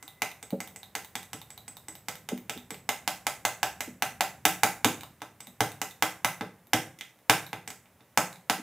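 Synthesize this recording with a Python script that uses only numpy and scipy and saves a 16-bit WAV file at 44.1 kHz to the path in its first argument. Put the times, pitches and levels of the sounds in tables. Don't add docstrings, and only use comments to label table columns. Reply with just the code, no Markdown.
import sys
import numpy as np
from scipy import signal
from scipy.fft import rfft, irfft
from scipy.io import wavfile

SR = 44100
rng = np.random.default_rng(int(sys.argv[2]) if len(sys.argv) > 2 else 0)


def rack_gain(trim_db):
    fader = np.asarray(trim_db, float)
    return 10 ** (fader / 20)


def put_to_file(sound):
    columns = np.atleast_2d(sound).T
    safe = np.clip(columns, -1, 1)
    whole_steps = np.round(safe * 32767)
    wavfile.write(sys.argv[1], SR, whole_steps.astype(np.int16))


N = 380141
HIT = 16384
LEAD = 0.004

# start in seconds, shell peak in dB, switch spring in dB,
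# desk in dB beside the shell, time held in seconds.
PRESSES = [(0.027, -37.5, -38, -23, .0522), (0.22, -14.5, -57, -28, 0.095),
           (0.4278, -34.5, -33.5, -21, 0.078), (0.604, -25.5, -30, -23.5, 0.071),
           (0.761, -36, -32, -27, .0701), (0.9523, -19.5, -27, -29, 0.095),
           (1.1543, -21.5, -26.5, -27, 0.076), (1.332, -26.5, -26, -19.5, 0.084),
           (1.5045, -39.5, -32, -48, 0.073), (1.68, -36, -28.5, -23.5, 0.089),
           (1.8838, -33, -25.5, -15.5, .0695), (2.0848, -21.5, -31, -24, 0.07),
           (2.2889, -24.5, -33, -28, 0.088), (2.4961, -21, -33, -23.5, .0802),
           (2.706, -28.5, -29, -15.5, 0.038), (5.4045, -36.5, -32.5, -24, 0.066)]
# start in seconds, shell peak in dB,
# then hollow belly and desk in dB beside the shell.
RAPS = [(2.8909, -14.5, -10, -30), (3.0772, -14.5, -10.5, -31), (3.268, -14, -10.5, -32.5),
        (3.4516, -12, -9, -33.5), (3.6305, -14, -6, -30.5), (3.8065, -19, -14, -31),
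        (4.0228, -14.5, -8, -30), (4.208, -13, -7, -29.5), (4.4532, -5, -12, -28.5), (4.6338, -7, -9, -27),
        (4.846, -7.5, -11, -19), (5.6064, -12, -8.5, -18.5), (6.0244, -10.5, -8.5, -26),
        (6.2471, -12, -9.5, -25), (6.7336, -9.5, -9.5, -18.5), (7.2974, -5.5, -7.5, -22.5),
        (7.6764, -28, -15, -24), (8.175, -8.5, -7.5, -24), (8.4983, -12, -8, -24)]
# start in seconds, shell peak in dB,
# then belly, snap and desk in dB beside the shell.
NUDGES = [(5.219, -29, -7, -10, -23.5), (5.8164, -20, -10, -3.5, -22.5), (6.4099, -26, -4.5, -20, -8),
          (6.4219, -50.5, 7, -3, -5), (6.988, -38.5, -44, -5, -37.5), (7.01, -23.5, -27.5, -16.5, -38),
          (7.5308, -25, -7.5, -12.5, -16.5), (7.7036, -30, -14.5, -4.5, -23.5), (5.205, -49, -30, -22, -30),
          (7.8565, -51, -14.5, -22.5, -26), (8.007, -49, -11, -22, -12.5)]


def contacts():
    s, db, spring_db, desk_db, _ = np.transpose(PRESSES)
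    snap_db = -12.5 - 0.24 * db
    press = s, db, -13, snap_db, spring_db - db, desk_db
    s, db, belly_db, desk_db = np.transpose(RAPS)
    rap = s, db, belly_db, -7, -28.5 - db, desk_db
    s, db, belly_db, snap_db, desk_db = np.transpose(NUDGES)
    nudge = s, db, belly_db, snap_db, -37, desk_db
    return in_time(press, rap, nudge)


# pitch in Hz, level in dB, t60 in seconds.
SHELL = [(2034, -1.5, 0.03), (2350, 10.5, 0.0038), (2620, 7, 0.0029), (3275, -3.5, 0.0048),
         (3600, 2.5, 0.0061)]
BELLY = [(660, 10, 0.0092), (720, -36, 0.013), (795, 9, 0.038), (939, -15, 0.0087), (990, 12, 0.0076)]
FLANK = [(1345, -6.5, 0.043), (1592, 8, 0.014), (1700, -0.5, 0.0087)]
SPRING = [(7820, -1, 0.018), (8130, -8.5, 0.03), (8300, -10, 0.031)]
DESK = [(95.5, -4, 0.03), (121, -6, 0.095), (150, -5.5, 0.084), (185, -5.5, 0.15), (230.6, -7.5, 0.045),
        (308, 1.5, 0.051), (420, -0.5, 0.036), (497, -7.5, 0.11), (563, -11, 0.019)]
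# frequency in Hz, level in dB.
SNAP = [(3500, -25.5), (4400, -7), (5000, -2), (5600, 0), (7000, 1), (8000, -3), (8600, -5), (10400, -4.5),
        (12500, -5), (16000, -6.5)]


def hand_on_mouse():
    s, db, belly_db, snap_db, spring_db, desk_db = contacts()
    count = len(s)
    mouse = body(SHELL, count)
    mouse = mouse + rack_gain(2 * (belly_db + 9)) * body(BELLY, count)
    mouse = mouse + rack_gain(2 * (0.8 * belly_db + 3)) * body(FLANK, count)
    mouse = mouse + rack_gain(2 * (snap_db + 9.5 + shape(SNAP, HIT)))
    mouse = mouse + rack_gain(2 * (spring_db - 1)) * body(SPRING, count, detune=0.0024)
    tap = -strike(mouse, chatter(count, 0.0031, 330, 2500, uneven_db=2.5))
    push = chatter(count, 0.0193, 45, 48.2) * soft(52, 2100)
    thump = strike(body(DESK, count), push)
    return place(s[:, 0] - 0.0003, rack_gain(db + 14) * (tap + rack_gain(desk_db + 18) * thump))


# start in seconds, shell peak in dB,
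# then belly and upper spring in dB beside the shell.
SETTLES = [
    (5.0093, -33.5, -28, -31),
    (5.034, -34.5, -6, -32),
    (5.7183, -36, -18, -23),
    (5.91, -39.5, -33, -12),
    (6.6705, -53.5, -16, -1.5),
    (7.189, -57, -18, -16),
    (7.4654, -37.5, -20, -11),
    (8.3285, -38, -13, -16.5),
    (8.359, -45, -10, -19),
]
# pitch in Hz, level in dB, t60 in seconds.
LET_GO = [(1550, -11.5, 0.004), (2250, 3.5, 0.0031), (3730, -2, 0.0085), (4720, -17.5, 0.0034),
          (6590, -3.5, 0.0016), (8700, 3, 0.0014), (14500, 0, 0.0023)]
TOP_SPRING = [(12400, 9, 0.0024), (12760, -3, 0.0124), (13000, -11, 0.0046)]


def releases():
    start_s, *_, held_s = np.transpose(PRESSES)
    let_go = start_s + held_s, -37, -14, -13
    s, db, belly_db, spring_db = in_time(let_go, np.transpose(SETTLES))
    count = len(s)
    button = body(LET_GO, count, detune=0.017)
    button = button + rack_gain(2 * (belly_db + 7.5)) * body(BELLY, count)
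    button = button + rack_gain(2 * (spring_db + 5.5)) * body(TOP_SPRING, count, detune=0.004)
    tick = strike(button, chatter(count, 0.0019, 330, 1500, uneven_db=3.5))
    return place(s[:, 0] - 0.0003, rack_gain(db + 16) * tick)


# start in seconds, peak in dB, upper wood in dB beside it.
KNOCKS = [
    (0.526, -12.5, -6.5),
    (0.731, -49, -8),
    (2.316, -19, -4),
    (2.559, -28, -13),
    (3.878, -28, -24),
    (4.109, -43.5, -3.5),
    (5.475, -39.5, -10),
    (6.676, -50, -11),
    (8.585, -32, -9.5),
]
# pitch in Hz, level in dB, t60 in seconds.
WOOD_LOW = [(143.6, -11, 0.071), (188.5, -0.5, 0.13), (213, -12, 0.11), (245, -3.5, 0.18),
            (331, 3.5, 0.046)]
WOOD_HIGH = [(418, -4, .1), (540, 5, 0.044), (773, -7, .12)]


def knocks():
    s, db, high_db = np.transpose(KNOCKS)[:, :, None]
    count = len(s)
    panel = body(WOOD_LOW, count) + rack_gain(2 * (high_db - 0.2)) * body(WOOD_HIGH, count)
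    push = chatter(count, 0.022, 50, 150) * soft(110, 650)
    return place(s[:, 0], rack_gain(db + 33) * strike(panel, push))


# delay in seconds, level in dB.
ECHOES = [(.00135, -11.5), (.0042, -14.5), (.0083, -11.5), (0.0108, -15)]
# band centre in Hz, level in dB, t60 in seconds.
ROOM = [(101, -14.5, 0.58), (274, -23, 0.65), (760, -9, 0.3), (1740, -14.5, 0.35), (4500, -12.5, .27),
        (8440, -12.5, 0.35), (12100, -11.5, 0.31)]
# pitch in Hz, level in dB.
STANDING = [(118, -10.5), (186, -5.5), (241, 2.5), (319, 3), (485, -11), (712, 3.5), (786, -4), (876, 4.5),
            (922, -10), (1025, 3.5), (1303, 3), (1537, 6.5), (2050, 0.5)]


def room(x):
    t = np.arange(int(0.7 * SR)) / SR
    octave = np.log2(np.fft.rfftfreq(len(t), 1 / SR) + 1)
    centres = np.log2(np.transpose(ROOM)[0])
    noise = rfft(rng.standard_normal(len(t)))
    tail = 0
    for k, (hz, db, t60) in enumerate(ROOM):
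        share = np.interp(octave, centres, np.arange(len(ROOM)) == k)
        tail = tail + rack_gain(db - 18 - 60 * t / t60) * irfft(noise * share, len(t))
    for (hz, db), turn in zip(STANDING, rng.random(len(STANDING))):
        tail = tail + rack_gain(db - 53 - 60 * t / 0.22) * np.sin(2 * np.pi * (hz * t + turn))
    tail = tail * np.clip(t / 0.0019, 0, 1)
    tail[0] = 1
    for s, db in ECHOES:
        tail[int(s * SR)] += rack_gain(db)
    return signal.fftconvolve(x, tail)[:N]


# frequency in Hz, level in dB per Hz.
AIR = [(24, -57.5), (40, -9.5), (64, -0.5), (112, 5.5), (189, 2), (320, -8.5), (479, -10.5), (556, -10),
       (630, -11.5), (1340, -16.5), (1480, -18.5), (1850, -17.5), (4240, -29.5), (16000, -25.5)]
# time in seconds, level in dB.
RUMBLE = [(0, -64), (.6, -60), (2.6, -58), (4.1, -54), (4.85, -54.5), (5.1, -60), (6.1, -62), (6.6, -68),
          (7.3, -71), (7.55, -63.5), (8.62, -68)]
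# time in seconds, level in dB.
WHISTLE = [(0, -61), (.03, -68), (.065, -58), (.1, -57), (.135, -66), (.16, -63), (.19, -58), (.215, -66)]


def air():
    t = np.arange(N) / SR
    hush = rfft(rng.standard_normal(N)) * rack_gain(shape(AIR, N))
    low = 1 / (1 + (np.fft.rfftfreq(N, 1 / SR) / 350) ** 4)
    hum_db = np.interp(t, *np.transpose(RUMBLE)) + 0.1
    hiss_db = -62
    out = 0
    for share, db in ((low, hum_db), (1 - low, hiss_db)):
        band = irfft(hush * share, N)
        out = out + band / band.std() * rack_gain(db)
    s, db = np.transpose(WHISTLE)
    whistle = rack_gain(np.interp(t, s, db, right=-120)) * np.sin(2 * np.pi * 2022 * t)
    return out + whistle


def chatter(count, length_s, step_hz, loose_hz, uneven_db=3.5):
    hz = np.fft.rfftfreq(HIT, 1 / SR)
    knots = np.arange(60) * step_hz
    luck = rng.random((count, 2, len(knots)))
    loose = np.clip(knots / loose_hz, 0, 1)
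    knot_lag = luck[:, 0] ** 2 * length_s * loose ** 2
    knot_db = (luck[:, 1] - 0.5) * np.sqrt(12) * uneven_db * loose
    lag = np.array([np.interp(hz, knots, row) for row in knot_lag])
    db = np.array([np.interp(hz, knots, row) for row in knot_db])
    return rack_gain(db) * np.exp(-2j * np.pi * np.cumsum(lag + LEAD, axis=1) * hz[1])


def soft(low_hz, high_hz):
    s = 1j * np.fft.rfftfreq(HIT, 1 / SR)
    return (s / (s + low_hz)) ** 3 * (high_hz / (s + high_hz)) ** 3


def body(modes, count, spread_db=3.0, detune=0.012):
    hz, db, t60 = np.transpose(modes)[:, :, None]
    luck = rng.standard_normal((count, 2, len(hz), 1))
    f = np.fft.rfftfreq(HIT, 1 / SR)
    centre = hz * (1 + detune * luck[:, 0])
    width = np.log(1000) / (np.pi * t60)
    off = (f ** 2 - centre ** 2) / (f + 1)
    power = np.sum(rack_gain(2 * (db + spread_db * luck[:, 1])) / (off ** 2 + width ** 2), axis=1)
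    return power / power.mean(axis=1, keepdims=True)


def strike(power, blows):
    cepstrum = irfft(np.log(power + 1e-9) / 2, HIT)
    cepstrum[:, 1:HIT // 2] *= 2
    cepstrum[:, HIT // 2 + 1:] = 0
    return irfft(np.exp(rfft(cepstrum)) * blows, HIT)


def place(times, hits):
    t = np.arange(HIT) / SR
    fade_in = np.clip((t - LEAD) / 0.0004 + 1, 0, 1)
    fade_out = np.clip((t[-1] - t) / 0.08 - 0.5, 0, 1)
    out = np.zeros(N + HIT)
    for s, hit in zip(times - LEAD, hits):
        start = int(s * SR)
        out[start:start + HIT] += hit * fade_in * fade_out
    return out[:N]


def in_time(*tables):
    rows = np.hstack([np.broadcast_arrays(*table) for table in tables])
    return rows[:, np.argsort(rows[0]), None]


def shape(points, count):
    hz, db = np.transpose(points)[:2]
    return np.interp(np.log(np.fft.rfftfreq(count, 1 / SR) + 1), np.log(hz), db)


def scene():
    wood = knocks()
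    heard = room(hand_on_mouse() + releases() + 0.14 * wood)
    return np.tile(heard + 0.19 * wood + air(), (2, 1))


def low_pass(x):
    return signal.sosfilt(signal.butter(12, 17090, fs=SR, output="sos"), x)


# frequency in Hz, left minus right in dB.
PORTS = [(1500, -.3), (2400, -1.1), (3400, -4), (4500, -7.6), (5400, -10), (6500, -7.8), (8500, 0),
         (9800, 2.8), (11700, 2.8), (13500, .3), (15000, 0)]
# frequency in Hz, level in dB.
MIC = [(20, -18.5), (50, -6.5), (80, -2.5), (15500, -2), (15900, -24.5), (16900, -33), (17200, -90.5)]


def record(dry):
    lean = np.tanh(shape(PORTS, N) * np.log(10) / 40)
    rounded = 2 * np.tanh(dry / 2)
    spectrum = rfft(rounded) * rack_gain(shape(MIC, N))
    mix = irfft(spectrum * np.array([1 + lean, 1 - lean]), N)
    return low_pass(mix)


dry = scene()
out = record(dry)
put_to_file(out)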